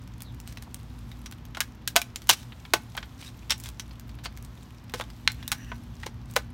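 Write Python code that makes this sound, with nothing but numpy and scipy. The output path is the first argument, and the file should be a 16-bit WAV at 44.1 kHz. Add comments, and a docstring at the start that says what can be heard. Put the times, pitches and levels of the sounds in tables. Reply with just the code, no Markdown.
"""A concrete driveway, where a hammer head is pressed and rocked on a broken laptop screen.
The panel gives way in sharp cracks that knock through the plastic lid. Between them splinters tick,
hairline cracks creep, and the steel rubs, grinds and squeaks on the glass. A faint whine passes once.
Distant machinery hums under the open air, and the yard answers with faint echoes."""
import sys
import numpy as np
from scipy import signal
from scipy.fft import rfft, irfft
from scipy.io import wavfile
from scipy.ndimage import uniform_filter1d

SR = 44100
rng = np.random.default_rng(int(sys.argv[2]) if len(sys.argv) > 2 else 0)


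def wrap_up_sound(samples):
    """Save the sound to the file named by the first command line argument, as 16-bit audio."""
    columns = np.atleast_2d(samples).T
    # keep every value between -1 and 1, then stretch to whole-number steps
    tamed = np.clip(columns, -1, 1)
    steps = np.round(tamed * 32767).astype(np.int16)
    wavfile.write(sys.argv[1], SR, steps)


N = 288237


def amp(db):
    """Decibels to gain."""
    return 10 ** (np.asarray(db) / 20)


def unit_energy(x):
    """Scales to an energy of one."""
    return x / np.sqrt(np.sum(x ** 2) + 1e-20)


def unit_rms(x):
    """Scales to an rms of one."""
    return unit_energy(x) * np.sqrt(len(x))


def curve_at(points, hz):
    """Reads a curve on a log-frequency axis."""
    f, value = np.transpose(points)
    return np.interp(np.log(hz + 1), np.log(f + 1), value)


def lift(modes, hz):
    """The dB that a set of resonances adds at each frequency."""
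    return sum(db / (1 + (2 * (hz - f) / width) ** 2) for f, width, db in modes)


def automation(points):
    """Reads a fader curve at every sample."""
    return np.interp(np.arange(N) / SR, *np.transpose(points))


def add(mix, start, sound):
    """Lays a sound into the mix, start seconds in."""
    part = mix[max(round(start * SR), 0):][:len(sound)]
    part += sound[:len(part)]


def coloured(x, eq, modes=()):
    """Gives a scene-long signal an EQ and resonances, at rms one."""
    hz = np.fft.rfftfreq(N, 1 / SR)
    return unit_rms(irfft(rfft(x) * amp(curve_at(eq, hz) + lift(modes, hz)), N))


def drift(rate_hz):
    """Smooth random motion of rms one, rolling off above rate_hz."""
    rolloff = np.exp(-(np.fft.rfftfreq(N, 1 / SR) / rate_hz) ** 2)
    return unit_rms(irfft(rfft(rng.standard_normal(N)) * rolloff, N))


def ring(x, eq_db):
    """Rings a short burst through a minimum-phase body with this EQ, and fades it out."""
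    log_gain = np.log(amp(np.r_[eq_db, eq_db[-2:0:-1]]))
    body = np.exp(np.conj(signal.hilbert(log_gain)))
    fade = np.hanning(2 * len(x))[len(x):]
    return irfft(rfft(x) * body[:len(eq_db)]) * fade


def burst(t, t60, rise_s, grain_db):
    """A dying volley of tiny fractures, with its energy spread evenly over pitch."""
    envelope = amp(-60 * t / t60) * (1 - np.exp(-(t + 1 / SR) / rise_s))
    clumps = amp(grain_db * unit_rms(uniform_filter1d(rng.standard_normal(len(t)), size=25)))
    volley = rng.standard_normal(len(t)) * clumps * envelope
    power = uniform_filter1d(abs(rfft(volley)) ** 2, size=len(t) // 160 + 16)
    return unit_energy(ring(volley, -10 * np.log10(power + 1e-12)))


def fracture(t, snap_share, snap_t60, rattle_t60, bounce_s, bounce_db, rattle_treble_db=0):
    """The instant snap, its bounce off nearby surfaces, and the rattle of the lid."""
    snap_share = np.clip(snap_share, .1, .98)
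    snap = burst(t, snap_t60, rise_s=.00005, grain_db=1)
    smeared = burst(t, snap_t60 * 2, rise_s=.0002, grain_db=1)
    bounce = amp(bounce_db) * np.interp(t - bounce_s, t, smeared, left=0)
    shelf_db = np.interp(np.fft.rfftfreq(len(t), 1 / SR), [3000, 14000], [0, rattle_treble_db])
    rattle = ring(burst(t, rattle_t60, rise_s=.0004, grain_db=3), shelf_db)
    return np.sqrt(snap_share) * (snap + bounce) + np.sqrt(1 - snap_share) * rattle


def grit(per_s, spread_db):
    """Sparse slips of uneven size."""
    sizes = amp(spread_db * np.minimum(rng.exponential(1, N), 4))
    return unit_rms(sizes * rng.standard_normal(N) * (rng.random(N) < per_s / SR))


# Tone of the open-air bed: (frequency [Hz], gain [dB])
AIR_EQ = [(25, -23), (50, 6), (127, 0), (200, -4.5), (280, -7), (400, -18.5), (600, -21.5), (1000, -19),
          (1500, -24.5), (3300, -30.5), (6000, -37), (8500, -53), (10500, -55), (13000, -44), (16000, -55)]
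# Drones of distant machinery: (pitch [Hz], level before the low-end fader [dB], wander [Hz])
MACHINE_DRONES = [(57.2, -50, 2.36), (112.6, -51.5, 2.87), (120.3, -53, 1.52), (236.3, -55.5, 3.664)]
# Fader on the rumble and the drones: (time [s], gain [dB])
LOW_END_FADER = [(0, -0.5), (1.05, 1), (2.2, -4), (3.1, -1.1), (4.3, .5), (4.65, -3), (5.3, 1.5),
                 (6.53, 1.5)]
def outdoors(air_db=-45, swell_db=-0.25):
    """Neighbourhood air and the wavering hum of distant machinery; the low end swells and sinks."""
    air, hum = amp(air_db) * coloured(rng.standard_normal(N), AIR_EQ), np.zeros(N)
    for hz, db, wander in MACHINE_DRONES:
        peak = np.sqrt(2) * amp(db + 2 * drift(8.3))
        pitch = hz + wander * drift(8.85)
        hum += peak * np.sin(2 * np.pi * np.cumsum(pitch) / SR)
    rumble = signal.sosfiltfilt(signal.butter(2, 200, fs=SR, output="sos"), air)
    fader = amp(automation(LOW_END_FADER) + swell_db * drift(4.5))
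    return air - rumble + (rumble + hum) * fader


# Tone of steel sliding on glass: (frequency [Hz], gain [dB])
RUB_EQ = [(500, -37.5), (1500, -13.5), (3500, 1), (5000, -4.5), (7000, -4), (10500, -10.5), (13000, -7),
          (16000, -13)]
# How hard the hammer head is worked; rides the rub and the crackle: (time [s], gain [dB])
HAMMER_EFFORT = [(0, -7.5), (1.18, -0.5), (1.31, -8), (2.09, -15), (2.2, 0), (3.62, -0.5), (4.24, -9),
                 (4.62, 0), (4.87, -9), (5.04, -1), (5.6, 2.5), (6.05, -5), (6.53, -17)]
def rubbing(base_db=-63.5):
    """Steel slides on glass: a soft hiss with specks of grit in it."""
    specks = .3 * grit(per_s=150, spread_db=4)
    hiss = coloured(rng.standard_normal(N) + specks, RUB_EQ)
    return hiss * amp(base_db + automation(HAMMER_EFFORT))


def crackle(base_db=-65.5, effort_depth=.25, per_pitch_per_s=3, spread_db=14, size=900):
    """Hairline cracks creep: tiny ticks at sixteen pitches, a little louder under more effort."""
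    t, hz, out = np.arange(size) / SR, np.fft.rfftfreq(size, 1 / SR), np.zeros(N)
    eq_db = curve_at([(500, -18), (2500, 3.5), (6000, -2.5), (16000, -8)], hz)
    for piece_hz in np.geomspace(2200, 14000, num=16):
        triggers = amp(-spread_db * rng.random(N)) * (rng.random(N) < per_pitch_per_s / SR)
        tick = fracture(t, snap_share=.7, snap_t60=.002, rattle_t60=.025, bounce_s=.004, bounce_db=-14)
        piece_db = lift([(piece_hz, .35 * piece_hz, 12)], hz)
        out += signal.oaconvolve(triggers, unit_energy(ring(tick, eq_db + piece_db)))[:N]
    return unit_rms(out) * amp(base_db + effort_depth * automation(HAMMER_EFFORT))


# Glass splinters that stand out of the crackle: (time [s], energy [dB], brightness [dB])
SPLINTER_CUES = [(0.076, -27.5, -2), (0.2057, -20.5, -2), (0.221, -13.5, 9), (0.4017, -19.5, 7),
                 (0.4758, -17, -0.5), (0.525, -24, 2), (0.5726, -15, -9.5), (0.6243, -18.5, -2.5),
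                 (1.1162, -20, -9), (1.313, -21, 5), (1.324, -17.5, -5), (1.453, -24.5, -5),
                 (2.2194, -20.5, -5), (2.272, -19.5, 1.5), (2.5221, -18.5, -46), (2.6518, -17.5, -16),
                 (3.2254, -19, -31), (3.5802, -22.5, 15), (3.6004, -17, 15), (3.605, -23, 12),
                 (3.638, -15.5, 10), (3.659, -14.5, -4), (3.689, -14.5, 3.5), (3.9103, -23.5, -16),
                 (3.9974, -21, 2.5), (4.0933, -24.5, -7), (4.188, -24, -16.5), (4.2402, -23, 3),
                 (4.3742, -19.5, 1.5), (4.4257, -25, 10), (4.4488, -23, 7), (4.897, -23, -7),
                 (5.039, -25, -6), (5.102, -22.5, -7), (5.3191, -15, 7), (5.4276, -17.5, -16),
                 (6.312, -23, 17), (6.338, -23, 6)]
def splinters(size=4096):
    """Small pieces of glass tick without moving the lid much; each has resonances of its own."""
    t, hz, out = np.arange(size) / SR, np.fft.rfftfreq(size, 1 / SR), np.zeros(N)
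    for start, db, bright in SPLINTER_CUES:
        treble = [(7500, bright + 1), (10500, bright - 2), (14000, bright - 1)]
        eq_db = curve_at([(200, -25), (800, 5), (1700, 3.5), (3800, 4.5)] + treble, hz)
        modes = [(f, .07 * f, 6) for f in np.exp(rng.uniform(np.log(1500), np.log(14000), size=6))]
        # bright ticks come from the smallest pieces and are over at once
        snap_share = np.interp(bright, [-15, 3], [.35, .85])
        tick = fracture(t, snap_share, snap_t60=.0038, rattle_t60=.047, bounce_s=.012, bounce_db=-11.5)
        add(out, start, amp(db) * unit_energy(ring(tick, eq_db + lift(modes, hz))))
    return out


# Slips of the hammer head: (time [s], length [s], start pitch [Hz], end pitch [Hz], level [dB])
SQUEAK_CUES = [(0.226, 0.099, 4650, 3200, -56), (0.662, .025, 1080, 830, -50),
               (3.256, 0.043, 3600, 3950, -47.5)]
def squeaks(wobble=.018, steady_to_chatter=0.63):
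    """The head slips on the glass in faint, rough squeaks that glide in pitch."""
    out = np.zeros(N)
    for start, length, from_hz, to_hz, db in SQUEAK_CUES:
        n = round(length * SR)
        pitch = np.linspace(from_hz, to_hz, n) * (1 + wobble * drift(440)[:n])
        tone = np.sin(2 * np.pi * np.cumsum(pitch) / SR)
        chatter = unit_rms(steady_to_chatter + drift(350)[:n])
        add(out, start, amp(db) * chatter * tone * signal.windows.tukey(n, .5))
    return out


# Spells in which shards grind, under the dragged head or crumbling after a big break: (start [s], end [s],
# level [dB])
GRIND_CUES = [(0.438, 0.553, -55.5), (1.084, 1.143, -64), (2.278, 2.359, -29.5), (2.293, 2.48, -52),
              (3.165, 3.33, -47.5), (3.61, 3.713, -49), (4.228, 4.277, -44.5), (4.93, 5.037, -47.5),
              (5.962, 6.094, -59.5), (6.257, 6.378, -58)]
# Tone of the grind: (frequency [Hz], gain [dB])
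GRIND_EQ = [(400, -8.5), (1500, -3), (2700, 2.5), (3700, -2), (5800, 2.5), (7000, -4), (8500, -4.5),
            (10500, -8.5), (13000, -9), (16000, -11)]
# Resonances of the dragged shards: (frequency [Hz], width [Hz], boost [dB])
SHARD_MODES = [(1600, 300, 6), (3750, 600, 6), (8400, 900, 3)]
def grinding():
    """Shards drag under the head, or crumble after a big break, in coarse spells of dense, uneven slips."""
    force = np.zeros(N)
    for start, end, db in GRIND_CUES:
        add(force, start, amp(db) * signal.windows.tukey(round((end - start) * SR), .8))
    slips = grit(per_s=6000, spread_db=2.5) * amp(2.8 * drift(90))
    return force * coloured(slips, GRIND_EQ, SHARD_MODES)


# Breaks in the panel; weight and brightness tilt the EQ going down and up from pivot_hz:
# (time [s], energy [dB], lowest note of the flexing part [Hz], weight [dB/octave],
#  brightness [dB/octave], snap share [0-1], ring of the loosened piece [Hz])
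CRACK_CUES = [(0.7444, -10.5, 900, -7, 0, 0.94, 8700), (1.2596, -13, 1340, -0.5, -6, 0.05, 5780),
              (1.548, -12.5, 400, -4.5, -11, .17, 1470), (1.5705, -6.5, 667, 5, -7, 0, 1460),
              (1.6049, 5, 600, -3.5, -4, 0.28, 1610), (1.8761, 2, 500, -6.5, -2.5, 0.54, 1580),
              (1.9579, 2, 370, 2, -6, 0.43, 800), (1.9627, 14.5, 470, -2, -5, 0.47, 687),
              (2.0167, -2.4, 400, -3, -3, 0.6, 2400), (2.1591, -6, 400, -5, -5, 0.66, 7040),
              (2.2916, 13, 750, -4.5, -0.5, 0.08, 2960), (2.2955, 12, 700, 3, -2, 0.46, 857),
              (2.3015, 11.5, 550, -5.5, -8, 0.5, 6030), (2.7357, 12, 573, 3, -5, 0, 323),
              (2.951, -15, 750, 4, -10, 0.6, 830), (2.9687, -11.5, 1040, 7.5, 2.5, .5, 1430),
              (2.9762, -3, 450, -1, -14.5, .19, 1570), (3.028, -13, 400, -2.5, -16, 0, 1600),
              (3.497, -6, 400, -4, -7, .13, 3360), (3.5052, 6, 700, -5.5, -6, 0.1, 5500),
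              (3.5101, -1.5, 400, -4, -11, 0, 3700), (3.5202, 0.5, 352, -5.5, -11.5, 0.4, 7900),
              (3.7969, -7.5, 351, -6, -6, 0.4, 5900), (4.2562, -5.5, 510, 1.5, -10, 0.05, 4580),
              (4.9382, -2, 325, 2, -6, 0.15, 491), (4.9991, -5.5, 650, 6, -10, 0.7, 507),
              (5.0101, -5, 1050, 8, -6.5, 0.4, 3530), (5.2764, 10.8, 1860, 4.5, -13.5, 0.93, 4100),
              (5.4788, -4.5, 500, -5, 1.5, 0.7, 3720), (5.5177, 4.5, 945, 1.5, -3.5, 0.42, 815),
              (5.7176, -7.5, 920, 8.5, -23, 0.36, 943), (6.0326, -10, 900, 4, -12, 0.2, 1970),
              (6.062, -11, 445, 3.5, -4.5, 0, 5900), (6.066, -8, 276, 1, -8.5, 0.5, 834),
              (6.3594, -8, 284, 2.5, -4, 0.4, 580), (6.3635, 9, 680, 4, -5.5, 0.39, 501)]
# Body of the plastic lid; negative rows only trim the boosts: (frequency [Hz], width [Hz], boost [dB])
LID_MODES = [(331, 46, 5.5), (505, 16, 0), (711, 22, -5.5), (858, 27, 5.5), (1060, 100, 3), (1520, 54, 6.5),
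             (1676, 34, -8.5), (2115, 160, 2.5), (2574, 38, 1), (2843, 28, 2), (3230, 95, 4),
             (3664, 80, -5), (3930, 200, 4.5), (5570, 66, 6.5), (6650, 150, 6)]
def cracks(pivot_hz=3170, cut_db_per_octave=20, piece_db=11.5, size=8192):
    """Each break shakes the lid: the larger the part that flexes, the deeper the knock."""
    t, hz, out = np.arange(size) / SR, np.fft.rfftfreq(size, 1 / SR), np.zeros(N)
    octaves = np.log2((hz + 1) / pivot_hz)
    for start, db, lowest_hz, weight, bright, snap_share, piece_hz in CRACK_CUES:
        # a flexing part radiates little below its lowest note
        low_cut_db = cut_db_per_octave / 6 * np.log2(1 + (lowest_hz / (hz + 20)) ** 6)
        tilt_db = np.where(octaves < 0, weight, bright) * np.minimum(abs(octaves), 4)
        piece_mode = (piece_hz, 33 + 0.13 * piece_hz, piece_db)
        modes_db = np.maximum(lift(LID_MODES, hz), lift([piece_mode], hz))
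        # large, ragged breaks run longer than clean ones
        snap_t60 = 0.01 * amp(0.16 * db - 4 * snap_share)
        # the lid rattles, and the driveway throws the snap back
        hit = fracture(t, snap_share, snap_t60, rattle_t60=.05,
                       bounce_s=.0085, bounce_db=-27.5, rattle_treble_db=-3)
        add(out, start, amp(db) * unit_energy(ring(hit, tilt_db - low_cut_db + modes_db)))
    return out


# Narrow noise bands of the whine: (centre [Hz], level before flutter [dB])
WHINE_BANDS = [(1760, -60), (2300, -70), (2780, -64.5), (5890, -65), (6880, -79)]
def faint_whine(start=5.34, length=0.46, width_hz=280, flutter_db=4.0):
    """A brief, faint whine of a few fuzzy, fluttering narrow noise bands."""
    t, out = np.arange(round(length * SR)) / SR, np.zeros(N)
    for hz, db in WHINE_BANDS:
        fuzz = drift(width_hz) + 1j * drift(width_hz)
        flutter = amp(flutter_db * drift(15))
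        band = ((fuzz * flutter)[:len(t)] * np.exp(2j * np.pi * hz * t)).real
        add(out, start, amp(db) * band * signal.windows.tukey(len(t), .4))
    return out


def yard(x, t60, treble_t60, wet_db):
    """Diffuse echoes off the yard, with separate decay times for the mids and the treble."""
    hz, t, noise = signal.stft(rng.standard_normal(SR), SR, nperseg=256)
    decay_s = curve_at([(1500, t60), (14000, treble_t60)], hz)[:, None]
    tail = signal.istft(noise * amp(-60 * t / decay_s), SR, nperseg=256)[1]
    fade_in = np.clip(np.arange(len(tail)) / SR / 0.019 - .5, 0, 1)
    return amp(wet_db) * signal.fftconvolve(x, unit_energy(tail * fade_in))[:N]


def scene():
    """Mono mix: dry friction, the whine, the outdoor bed, and the breaking screen with its echoes."""
    screen = crackle() + splinters() + cracks()
    near = yard(screen, t60=0.081, treble_t60=0.067, wet_db=-21.0)
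    far = yard(screen, t60=0.34, treble_t60=0.37, wet_db=-29.5)
    friction = rubbing() + squeaks() + grinding()
    return (friction + faint_whine() + outdoors() + screen + near + far)[None]


def record(dry, low_cut_hz=38, high_cut_hz=16100):
    """The microphone drops the deepest bass and rounds off the loudest peaks; a high cut follows."""
    trimmed = signal.sosfilt(signal.butter(4, low_cut_hz, "high", fs=SR, output="sos"), dry)
    rounded = trimmed / (1 + abs(trimmed) ** 6) ** (1 / 6)
    high_cut = signal.firwin(255, high_cut_hz, window=("kaiser", 8), fs=SR)
    return signal.oaconvolve(rounded, high_cut[None], "same")


dry = scene()
out = record(dry)
wrap_up_sound(out)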